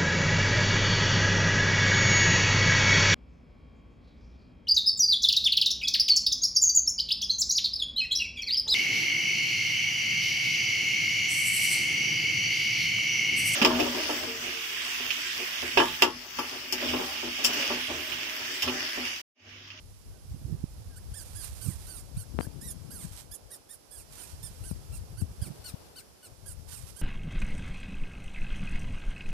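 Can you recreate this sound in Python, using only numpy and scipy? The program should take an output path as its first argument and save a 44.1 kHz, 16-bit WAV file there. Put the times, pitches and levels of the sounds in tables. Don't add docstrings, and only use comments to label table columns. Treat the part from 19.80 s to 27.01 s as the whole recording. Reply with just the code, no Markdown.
import sys
import numpy as np
from scipy import signal
from scipy.fft import rfft, irfft, next_fast_len
from scipy.io import wavfile
from scipy.ndimage import map_coordinates

SR = 44100
rng = np.random.default_rng(int(sys.argv[2]) if len(sys.argv) > 2 else 0)


def to_wav(s):
    ch = np.atleast_2d(s).T
    pcm = np.round(np.clip(ch, -1, 1) * 32767)
    wavfile.write(sys.argv[1], SR, pcm.astype(np.int16))


N = 318181
TIME = np.arange(N) / SR
FREQS = np.fft.rfftfreq(next_fast_len(N, True), 1 / SR)
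TOP_HZ = 14750


# (start [s], length [s], climb time [s], crest pitch [Hz], climb [Hz], fall [Hz per s],
#   rounding of the crest [s], voice breaks after [s], roughness [0-1], level [dB],
#   swell from start to end [dB], second harmonic [dB], third harmonic [dB],
#   mouth resonance at the start [Hz], at the end [Hz], fundamental against the whole cry [dB])
SQUEAK_RUN = [(1.159, 0.025, 0.013, 1507, 101, 5000, .02, .02, .35, -42, 14, 0, 1, 9100, 9100, -15),
              (1.339, 0.097, 0.027, 1822, 375, 7090, 0.0038, 0.063, 0.42, -40.5, 0, 4, 6.5, 8900, 9600, -12.5),
              (1.55, 0.12, .022, 1689, 305, 11070, 0.066, 0.06, 0.42, -40.5, 4, -3, 8.5, 9800, 9050, -14.5),
              (1.811, 0.14, 0.015, 1560, 152, 7240, 0.013, 0.05, 0.38, -39.5, -11, -6, 0.5, 9100, 9100, -16.5),
              (2.066, 0.15, 0.03, 1544, 335, 7900, .067, .1, 0.35, -41.5, -3.5, -7, 5, 9040, 9400, -15),
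              (2.366, .075, .025, 1539, 404, 7240, 0.011, 0.04, .35, -42.5, 1.5, -4, 7, 9200, 10000, -17),
              (2.597, 0.068, 0.036, 1602, 296, 12000, 0.0057, .041, 0.48, -44.5, 1, -1, 5.5, 8600, 9400, -14),
              (2.812, .12, 0.049, 1964, 322, 5800, 0.0035, 0.092, 0.4, -39.5, 1, -1, 2, 7800, 10300, -17),
              (3.105, 0.16, 0.025, 1655, 343.6, 7650, .011, 0.1, 0.43, -43, -9, -6, 3, 10900, 8000, -15),
              (3.513, 0.053, 0.024, 1753, 213, 19300, .013, 0.053, 0.2, -37.5, 4, -4, 0.5, 10200, 9900, -21),
              (3.704, 0.067, 0.023, 1924, 389, 14000, .015, 0.042, 0.6, -45, 3.5, -3, 2, 9500, 10000, -18),
              (3.89, 0.068, 0.031, 1870, 227, 19800, 0.012, 0.058, 0.42, -43, 5, -2, -3, 9400, 9400, -20),
              (4.11, 0.12, .021, 1727, 235, 11630, 0.052, .085, 0.42, -45.5, -0.5, -1, -1, 9100, 9300, -19),
              (4.376, 0.082, 0.024, 1540, 193, 8860, 0.013, .055, 0.44, -46, 6, 3, -9, 9200, 9300, -15),
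              (4.628, 0.066, 0.018, 1818, 80, 20800, 0.043, 0.036, 0.23, -38.5, -7, -3, 2.5, 9300, 9100, -21.5),
              (4.837, 0.09, 0.031, 1595, 286, 9700, 0.014, .06, 0.3, -43.5, 0, 1, 1, 9900, 9500, -14),
              (5.121, 0.06, .025, 1372, 61, 18000, .023, .035, 0.43, -45, 12, -1, -1, 8650, 9050, -18),
              (5.373, 0.06, 0.026, 1576, 220, 17400, 0.0046, 0.04, 0.38, -42.5, 1, -1, 4.5, 8900, 9400, -13.5),
              (5.614, 0.077, 0.012, 1642, 185, 13450, 0.0084, 0.05, 0.73, -45, -1, -1, 2.5, 9300, 9100, -15),
              (5.843, 0.074, 0.014, 1497, 80.6, 15000, 0.054, 0.032, 0.55, -42.5, -1, 2.5, 6, 8700, 9100, -16.5),
              (6.157, 0.056, 0.015, 1538, 290, 21480, 0.026, .036, 0.56, -45, 8, 2.5, 11, 8800, 8500, -15.5),
              (6.429, 0.051, 0.0098, 1494, 40, 20800, 0.039, 0.03, .4, -49.5, 3, 3, 1, 8750, 8600, -12.5),
              (6.658, 0.082, 0.017, 1666, 156, 7620, 0.0043, 0.058, 0.54, -42, -1.5, 1, 0, 9800, 10000, -13.5),
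              (6.912, 0.088, 0.0069, 1530, 261, 8900, 0.03, 0.035, 0.3, -44, 1, 1, 3, 9000, 8800, -14),
              (7.163, 0.079, 0.026, 1620, 198, 21600, 0.02, 0.053, 0.33, -40, 4, -2, -8, 9300, 9600, -17)]
# (frequency [Hz], level [dB])
RASP_COLOUR = [(1500, -6), (3200, -21), (4900, -2), (6500, -5.5), (8200, 5.5), (9200, 11), (10500, -5),
               (12200, 4), (14500, -5.5)]


def mouse():
    out = np.zeros((2, N + SR))
    air = colour(rng.standard_normal((2, N)), RASP_COLOUR)
    air = np.pad(air, ((0, 0), (0, SR)))
    for row in SQUEAK_RUN:
        voice, hiss, first = squeak(row)
        span = slice(first, first + voice.shape[1])
        out[:, span] += voice + hiss * air[:, span]
    return out[:, :N]


# (frequency [Hz], level [dB])
THROAT_OUTLINE = [(1500, 4), (2300, -6.5), (3050, -17), (3700, -16.5), (4800, -12.5), (6000, -15),
                  (7500, -12.5), (9100, -9), (10800, -9), (12200, -8.5), (14500, -22)]
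SMEAR_HZ, SMEAR_WIDTH_HZ, SMEAR_DB = 11800, 600, -6


def mouth_gains(partial_hz, mouth_hz, mouth_db=9, mouth_width_hz=950):
    resonance_db = mouth_db * np.exp(-((partial_hz - mouth_hz) / mouth_width_hz) ** 2)
    smear_db = SMEAR_DB * (.5 + .5 * np.tanh((partial_hz - SMEAR_HZ) / SMEAR_WIDTH_HZ))
    gains = undb(shape_db(THROAT_OUTLINE, partial_hz) + resonance_db) * (partial_hz < TOP_HZ)
    gains = gains * undb(smear_db)
    return gains / np.sqrt(np.mean(np.sum(gains ** 2, axis=0)) / 2)


# (frequency [Hz], share [0-1])
SHADOW_SHARE = [(1500, 0.33), (4500, 0.82), (8500, 0.38)]
BREAK_FADE_S = .01
HANG_S = 0.006
BROKEN_RASP, ONSET_RASP, DOUBLING = 1.1, .5, .3
JITTER = .018
WAVER = .004
AIR_DB, AIR_RISE_S = 0, .014
CHEST_FADE_DB = -12
PATCHY_DB, PATCHY_PER_S = 4.5, 85


def squeak(row, flutter_db=1, attack_s=.007, release_s=0.026, climb_db=-20):
    (start, length, climb_s, crest_hz, climb_hz, fall_hz_per_s, bend_s, break_s, rasp, db, swell_db,
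     second_db, chest_db, mouth_start_hz, mouth_end_hz, fundamental_db) = row
    t = np.arange(-attack_s / 2, length + HANG_S, 1 / SR)
    size = len(t)
    pan_db = cover(start + length / 2)

    rise = np.clip(1 - t / climb_s, 0, 1)
    lift = climb_hz * rise ** 2
    sag = fall_hz_per_s * (np.hypot(np.maximum(t - climb_s, 0), bend_s) - bend_s)
    hz = (crest_hz - lift - sag) * (1 + WAVER * walk(147, size))

    broken = .5 + .5 * np.tanh((t - break_s) / BREAK_FADE_S)
    rough = rasp * (1 + BROKEN_RASP * broken + ONSET_RASP * rise)
    uneven_hz = hz * (1 + JITTER * rough * walk(1400, size))
    phase = 2 * np.pi * np.cumsum(uneven_hz) / SR

    orders = np.arange(2, 15)[:, None]
    partial_hz = orders * hz
    mouth_hz = np.interp(t, [0, length], [mouth_start_hz, mouth_end_hz])
    mouth = mouth_gains(partial_hz, mouth_hz)
    spent_db = CHEST_FADE_DB * np.clip(t / length, 0, 1) ** 3
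    chest = second_db * (orders == 2) + chest_db * (orders == 3) + spent_db * (orders <= 3)
    patches = PATCHY_DB * np.array([np.minimum(walk(PATCHY_PER_S, size), 1) for _ in orders])
    limp = DOUBLING * rough * walk(71, size) * np.sin(phase / 2) / np.pi
    partials = mouth * undb(chest + patches) * np.sin(orders * (phase + limp))
    overtones = np.sum(ports(pan_db * shape_db(SHADOW_SHARE, partial_hz)) * partials, axis=1)

    fundamental = undb(db + fundamental_db + spent_db) * hz / crest_hz * np.sin(phase)
    fundamental = ports(pan_db * shape_db(SHADOW_SHARE, hz)) * fundamental

    gate = np.clip((t - t[0]) / attack_s, 0, 1) * np.clip((t[-1] - t) / release_s, 0, 1)
    effort_db = db + climb_db * lift / crest_hz + swell_db * (t / length - .5)
    effort_db = effort_db + flutter_db * walk(123.5, size)
    effort = gate * undb(effort_db) / np.sqrt(1 + rough ** 2)
    build = np.clip((t - t[0]) / AIR_RISE_S, 0, 1)
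    hiss = effort * rough * undb(AIR_DB) * build * (1 + .5 * np.cos(phase))
    hiss = ports(pan_db * shape_db(SHADOW_SHARE, mouth_hz)) * hiss
    return effort * overtones + gate * fundamental, hiss, int((start + t[0]) * SR)


# (start [s], length [s], start pitch [Hz], end pitch [Hz], level [dB])
SOFT_WHIMPERS = [(.335, 0.044, 1540, 1510, -70), (1.104, 0.06, 1640, 1460, -65),
                 (1.168, 0.024, 1450, 1960, -58.5), (1.415, 0.015, 1460, 1860, -57.5),
                 (2.425, 0.0196, 1400, 1800, -61), (2.639, 0.022, 1490, 1830, -58),
                 (6.205, 0.023, 1460, 1700, -69)]


def whimpers(cover_share=0.41):
    out = np.zeros((2, N))
    for start, length, start_hz, end_hz, db in SOFT_WHIMPERS:
        span = slice(int(start * SR), int((start + length) * SR))
        progress = np.linspace(0, 1, len(TIME[span]))
        hz = start_hz + (end_hz - start_hz) * progress ** 2
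        tone = np.sqrt(progress * (1 - progress)) * np.sin(2 * np.pi * np.cumsum(hz) / SR)
        out[:, span] += ports(cover_share * cover(start)) * undb(db) * unit(tone)
    return out


# (middle [s], length at half power [s], level [dB])
KICKS = [(1.49, 0.13, -49), (1.656, 0.042, -41.5), (1.735, 0.29, -49), (1.89, 0.37, -50.5),
         (2.084, 0.18, -51), (3.25, 0.076, -47.5), (3.33, 0.013, -48), (3.387, 0.048, -42.5),
         (4.333, 0.011, -43), (4.393, 0.073, -44.5), (4.5, 0.054, -48), (4.774, 0.19, -55.5),
         (5.854, 0.44, -58.5), (6.895, 0.017, -45), (6.928, 0.026, -40), (7, 0.079, -48.5),
         (7.092, 0.031, -45.5)]
# (frequency [Hz], level [dB])
LEAF_COLOUR = [(900, 0.5), (2000, -2.5), (3500, -0.5), (5200, 1), (6800, 1.5), (9100, 6), (10500, 3),
               (12500, 1.5), (14500, -9.5)]


def scrabbling(grain_db=-0.5, flicker_db=1.1, grain_rate=7000, cover_share=0.46):
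    power = sum(undb(2 * db) * np.exp(-np.log(16) * ((TIME - s) / length) ** 2)
                for s, length, db in KICKS)
    sizes = undb(grain_db * np.minimum(rng.exponential(size=(2, N)), 6))
    grains = (rng.random((2, N)) < grain_rate / SR) * sizes * rng.standard_normal((2, N))
    crackle = np.sqrt(power) * colour(grains, LEAF_COLOUR) * undb(flicker_db * walk(90))
    return ports(cover_share * cover(TIME)) * crackle


def brush(x, t60=0.11, wet_db=-12):
    t = TIME[:SR // 3]
    tail = rng.standard_normal((2, len(t))) * undb(-60 * t / t60) * (t > .002)
    tail /= np.sqrt(np.sum(tail ** 2, axis=1, keepdims=True))
    return x + undb(wet_db) * signal.fftconvolve(x, tail, axes=1)[:, :N]


# (middle [s], level [dB], pitch [Hz], length at half height [s], nearer port)
HAND_THUMPS = [(0.546, -23.5, 107, 0.0056, "right"), (0.653, -23.5, 118, 0.013, "right"),
               (0.684, -31.5, 106, 0.0089, "right"), (0.728, -18, 142, 0.0081, "right"),
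               (0.747, -23, 105, 0.0092, "right"), (.841, -12, 116, 0.0031, "right"),
               (1.069, -33, 89.5, 0.035, "right"), (1.876, -27, 111.3, 0.054, "right"),
               (1.889, -11, 111, 0.0082, "right"), (2.375, -19, 121, 0.008, "right"),
               (2.388, -25.5, 103.7, 0.038, "left"), (2.564, -23.5, 71, 0.046, "left"),
               (2.675, -22, 133, 0.005, "left"), (3.25, -26, 165, 0.011, "left"),
               (4.541, -27, 70, 0.015, "left"), (4.592, -33, 90, .008, "right"),
               (4.641, -30, 102, 0.0088, "right"), (4.815, -25.5, 103, 0.013, "left"),
               (4.916, -23, 163, 0.0081, "left"), (4.93, -24, 92.5, 0.014, "left"),
               (5.132, -26, 108, 0.018, "left"), (5.389, -27, 98, 0.017, "right"),
               (5.423, -15, 154, 0.0051, "left"), (5.432, -17, 86.4, 0.022, "left"),
               (5.625, -13, 76.4, 0.0081, "right"), (5.708, -27, 151, 0.011, "right"),
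               (5.943, -19, 112, 0.0044, "left"), (6.793, -28, 74.6, 0.021, "left"),
               (6.932, -34, 75, 0.012, "left"), (7.04, -27, 83, 0.012, "left")]


def thumps(leak_hz=45):
    out = np.zeros((2, N))
    for s, db, hz, length, port in HAND_THUMPS:
        span = slice(int((s - .08) * SR), int((s + .08) * SR))
        t = TIME[span] - s
        swing = np.cos(2 * np.pi * hz * t) / np.cosh(2 * np.arccosh(2) * t / length)
        out[:, span] += touch(port) * undb(db) * swing
    return filtered(out, FREQS ** 2 / (FREQS ** 2 + leak_hz ** 2))


# (time [s], level [dB], release [s])
FINGER_CLICKS = [(2.5888, -11, 0.00089), (2.5932, -19, 0.0042), (2.605, -15, 0.0037),
                 (2.6094, -16.5, 0.00029), (2.63, -33.5, 0.00062), (2.6691, -25, 0.0041),
                 (4.913, -23, 0.0038), (5.4182, -28, 0.0029)]


def clicks(low_hz=110, soft_hz=2600, rise_share=0.12, crack_db=-14, left_db=6, right_db=-35):
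    push, t = np.zeros(N), TIME[:SR // 50]
    for s, db, release in FINGER_CLICKS:
        first = int(s * SR)
        step = np.exp(-t / release) - np.exp(-t / (rise_share * release))
        push[first:first + len(t)] -= undb(db) * step
    push = signal.sosfilt(signal.butter(2, low_hz, "high", fs=SR, output="sos"), push)
    crack = signal.sosfilt(signal.butter(2, soft_hz, "high", fs=SR, output="sos"), push)
    crack = undb(crack_db) * crack
    push = signal.sosfilt(signal.butter(2, soft_hz, fs=SR, output="sos"), push)
    return undb([[left_db], [right_db]]) * (push - crack)


# (time [s], left level [dB], right level [dB])
GRIP_LEVELS = [(0, -45, -48.5), (.35, -47, -48.5), (.7, -39, -35), (.95, -45.5, -46), (1.15, -40, -46.5),
               (1.95, -48, -42.5), (2.35, -36.5, -51), (2.55, -40.5, -60), (3.2, -43.5, -66),
               (3.42, -46.5, -60), (3.53, -46.5, -73), (3.6, -63, -78), (3.8, -62, -77), (4.28, -51, -78),
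               (4.55, -45, -45), (4.9, -36, -49.5), (5.2, -43.5, -49), (5.45, -41.5, -42.5),
               (5.8, -45.5, -53.5), (6.42, -68, -64), (6.6, -43.5, -74), (7.21, -43, -62)]
# (start [s], end [s], level [dB], nearer port)
SKIN_SLIDES = [(0.663, 0.783, -38.5, "right"), (1.83, 1.941, -37.5, "right"), (2.486, 3.294, -48.5, "left"),
               (5.387, 5.459, -36, "left"), (5.574, 5.786, -46.5, "right")]
# (frequency [Hz], level [dB])
RUMBLE_COLOUR = [(20, -15.5), (40, 0.5), (65, 2.5), (95, 1), (140, -9), (220, -24), (500, -46)]
# (frequency [Hz], level [dB])
RUB_COLOUR = [(100, -5), (150, 3.5), (230, -5), (330, -11), (500, -21.5), (1000, -59)]


def grip(rumble_db=-2, rub_db=-18, flicker_db=4.5, rub_flicker_db=4, slide_fade_s=0.047):
    s, *levels = np.transpose(GRIP_LEVELS)
    rocking = undb([np.interp(TIME, s, db) for db in levels])
    sliding = 0
    for start, end, db, port in SKIN_SLIDES:
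        fade = np.clip(np.minimum(TIME - start, end - TIME) / slide_fade_s, 0, 1)
        sliding = sliding + touch(port) * undb(db) * fade
    rumble = colour(rng.standard_normal((2, N)), RUMBLE_COLOUR) * rocking
    rumble = rumble * undb(rumble_db + flicker_db * walk(25))
    rub = colour(rng.standard_normal((2, N)), RUB_COLOUR) * (rocking * undb(rub_db) + sliding)
    return rumble + rub * undb(rub_flicker_db * walk(60))


# (time [s], low wash level [dB], high hiss level [dB])
AIR_LEVELS = [(0, -60.5, -56.5), (1, -56.5, -54.5), (3.1, -54, -54), (3.9, -58.5, -59), (4.5, -55, -51.5),
              (5.75, -54.5, -56), (6.38, -58, -58), (6.8, -55.5, -55), (7.21, -57, -52.5)]
# (frequency [Hz], level [dB])
WASH_COLOUR = [(40, -59), (100, -2.5), (250, -1.5), (500, -1), (800, -5.5), (1300, -15), (2200, -26),
               (4000, -35)]
# (frequency [Hz], level [dB])
HISS_COLOUR = [(1000, 5.5), (2000, 1.5), (3800, 2), (5200, 7.5), (6500, 3), (8500, 3), (10500, 5),
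               (12500, 0.5), (14500, -9)]
# (frequency [Hz], left minus right [dB])
HISS_BALANCE = [(2000, 2.5), (4400, -4), (9000, -6.5), (14500, -0.5)]
WASH_WANDER_DB = 1.2


def open_air(wash_db=-1, hiss_db=-1, wash_cover_share=0.18, hiss_cover_share=0.21):
    s, low_db, high_db = np.transpose(AIR_LEVELS)
    wash = colour(rng.standard_normal((2, N)), WASH_COLOUR)
    wash = wash * undb(np.interp(TIME, s, low_db) + wash_db + WASH_WANDER_DB * walk(12))
    hiss = colour(rng.standard_normal((2, N)), HISS_COLOUR)
    hiss = filtered(hiss, ports(shape_db(HISS_BALANCE, FREQS)))
    hiss = hiss * undb(np.interp(TIME, s, high_db) + hiss_db)
    return wash * ports(wash_cover_share * cover(TIME)) + hiss * ports(hiss_cover_share * cover(TIME))


# (frequency [Hz], level [dB])
LEFT_PORT_COLOUR = [(2000, 5.5), (5000, 5.5), (9000, -11.5), (12000, -7), (14000, 7)]


def left_port(x):
    return np.array([filtered(x[0], undb(shape_db(LEFT_PORT_COLOUR, FREQS))), x[1]])


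# (time [s], left minus right [dB])
HAND_COVER = [(0, -31), (1.17, -42), (2.1, -41), (2.42, -43), (2.62, -11), (2.86, -21.5), (3.2, -24),
              (3.55, -28), (3.73, -2.5), (3.92, -12.5), (4.15, -26), (4.65, -34), (5.42, -35), (5.64, -6),
              (5.88, 7), (6.18, 5), (6.46, 2.5), (6.67, -47), (7.21, -52)]


def cover(t):
    return np.interp(t, *np.transpose(HAND_COVER))


CASE_LEAK_DB = -29


def touch(port):
    return ports(-CASE_LEAK_DB if port == "left" else CASE_LEAK_DB)


def ports(pan_db):
    pan_db = np.atleast_1d(pan_db)
    return undb(np.minimum([pan_db, -pan_db], 0))


def undb(db):
    return 10 ** (np.asarray(db) / 20)


def shape_db(points, hz):
    f, db = np.transpose(points)
    return np.interp(np.log(np.maximum(hz, 1)), np.log(f), db)


def unit(x):
    return x / np.sqrt(np.mean(x ** 2))


def filtered(x, gain):
    size = next_fast_len(N, True)
    return irfft(rfft(x, size) * gain, size)[..., :N]


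def colour(x, points):
    skirt = np.minimum(FREQS / points[0][0], 1) ** 2
    return unit(filtered(x, undb(shape_db(points, FREQS)) * skirt))


def walk(rate, size=N):
    knots = rng.standard_normal(4096)
    wander = map_coordinates(knots, [np.arange(size) * rate / SR], order=1, mode="wrap")
    return wander / np.sqrt(2 / 3)


def scene():
    animal = left_port(brush(mouse() + whimpers() + scrabbling()))
    hand = thumps() + clicks() + grip()
    return animal + hand + open_air()


def record(dry):
    return signal.sosfilt(signal.ellip(10, .2, 80, TOP_HZ, fs=SR, output="sos"), dry)


dry = scene()
out = record(dry)
to_wav(out)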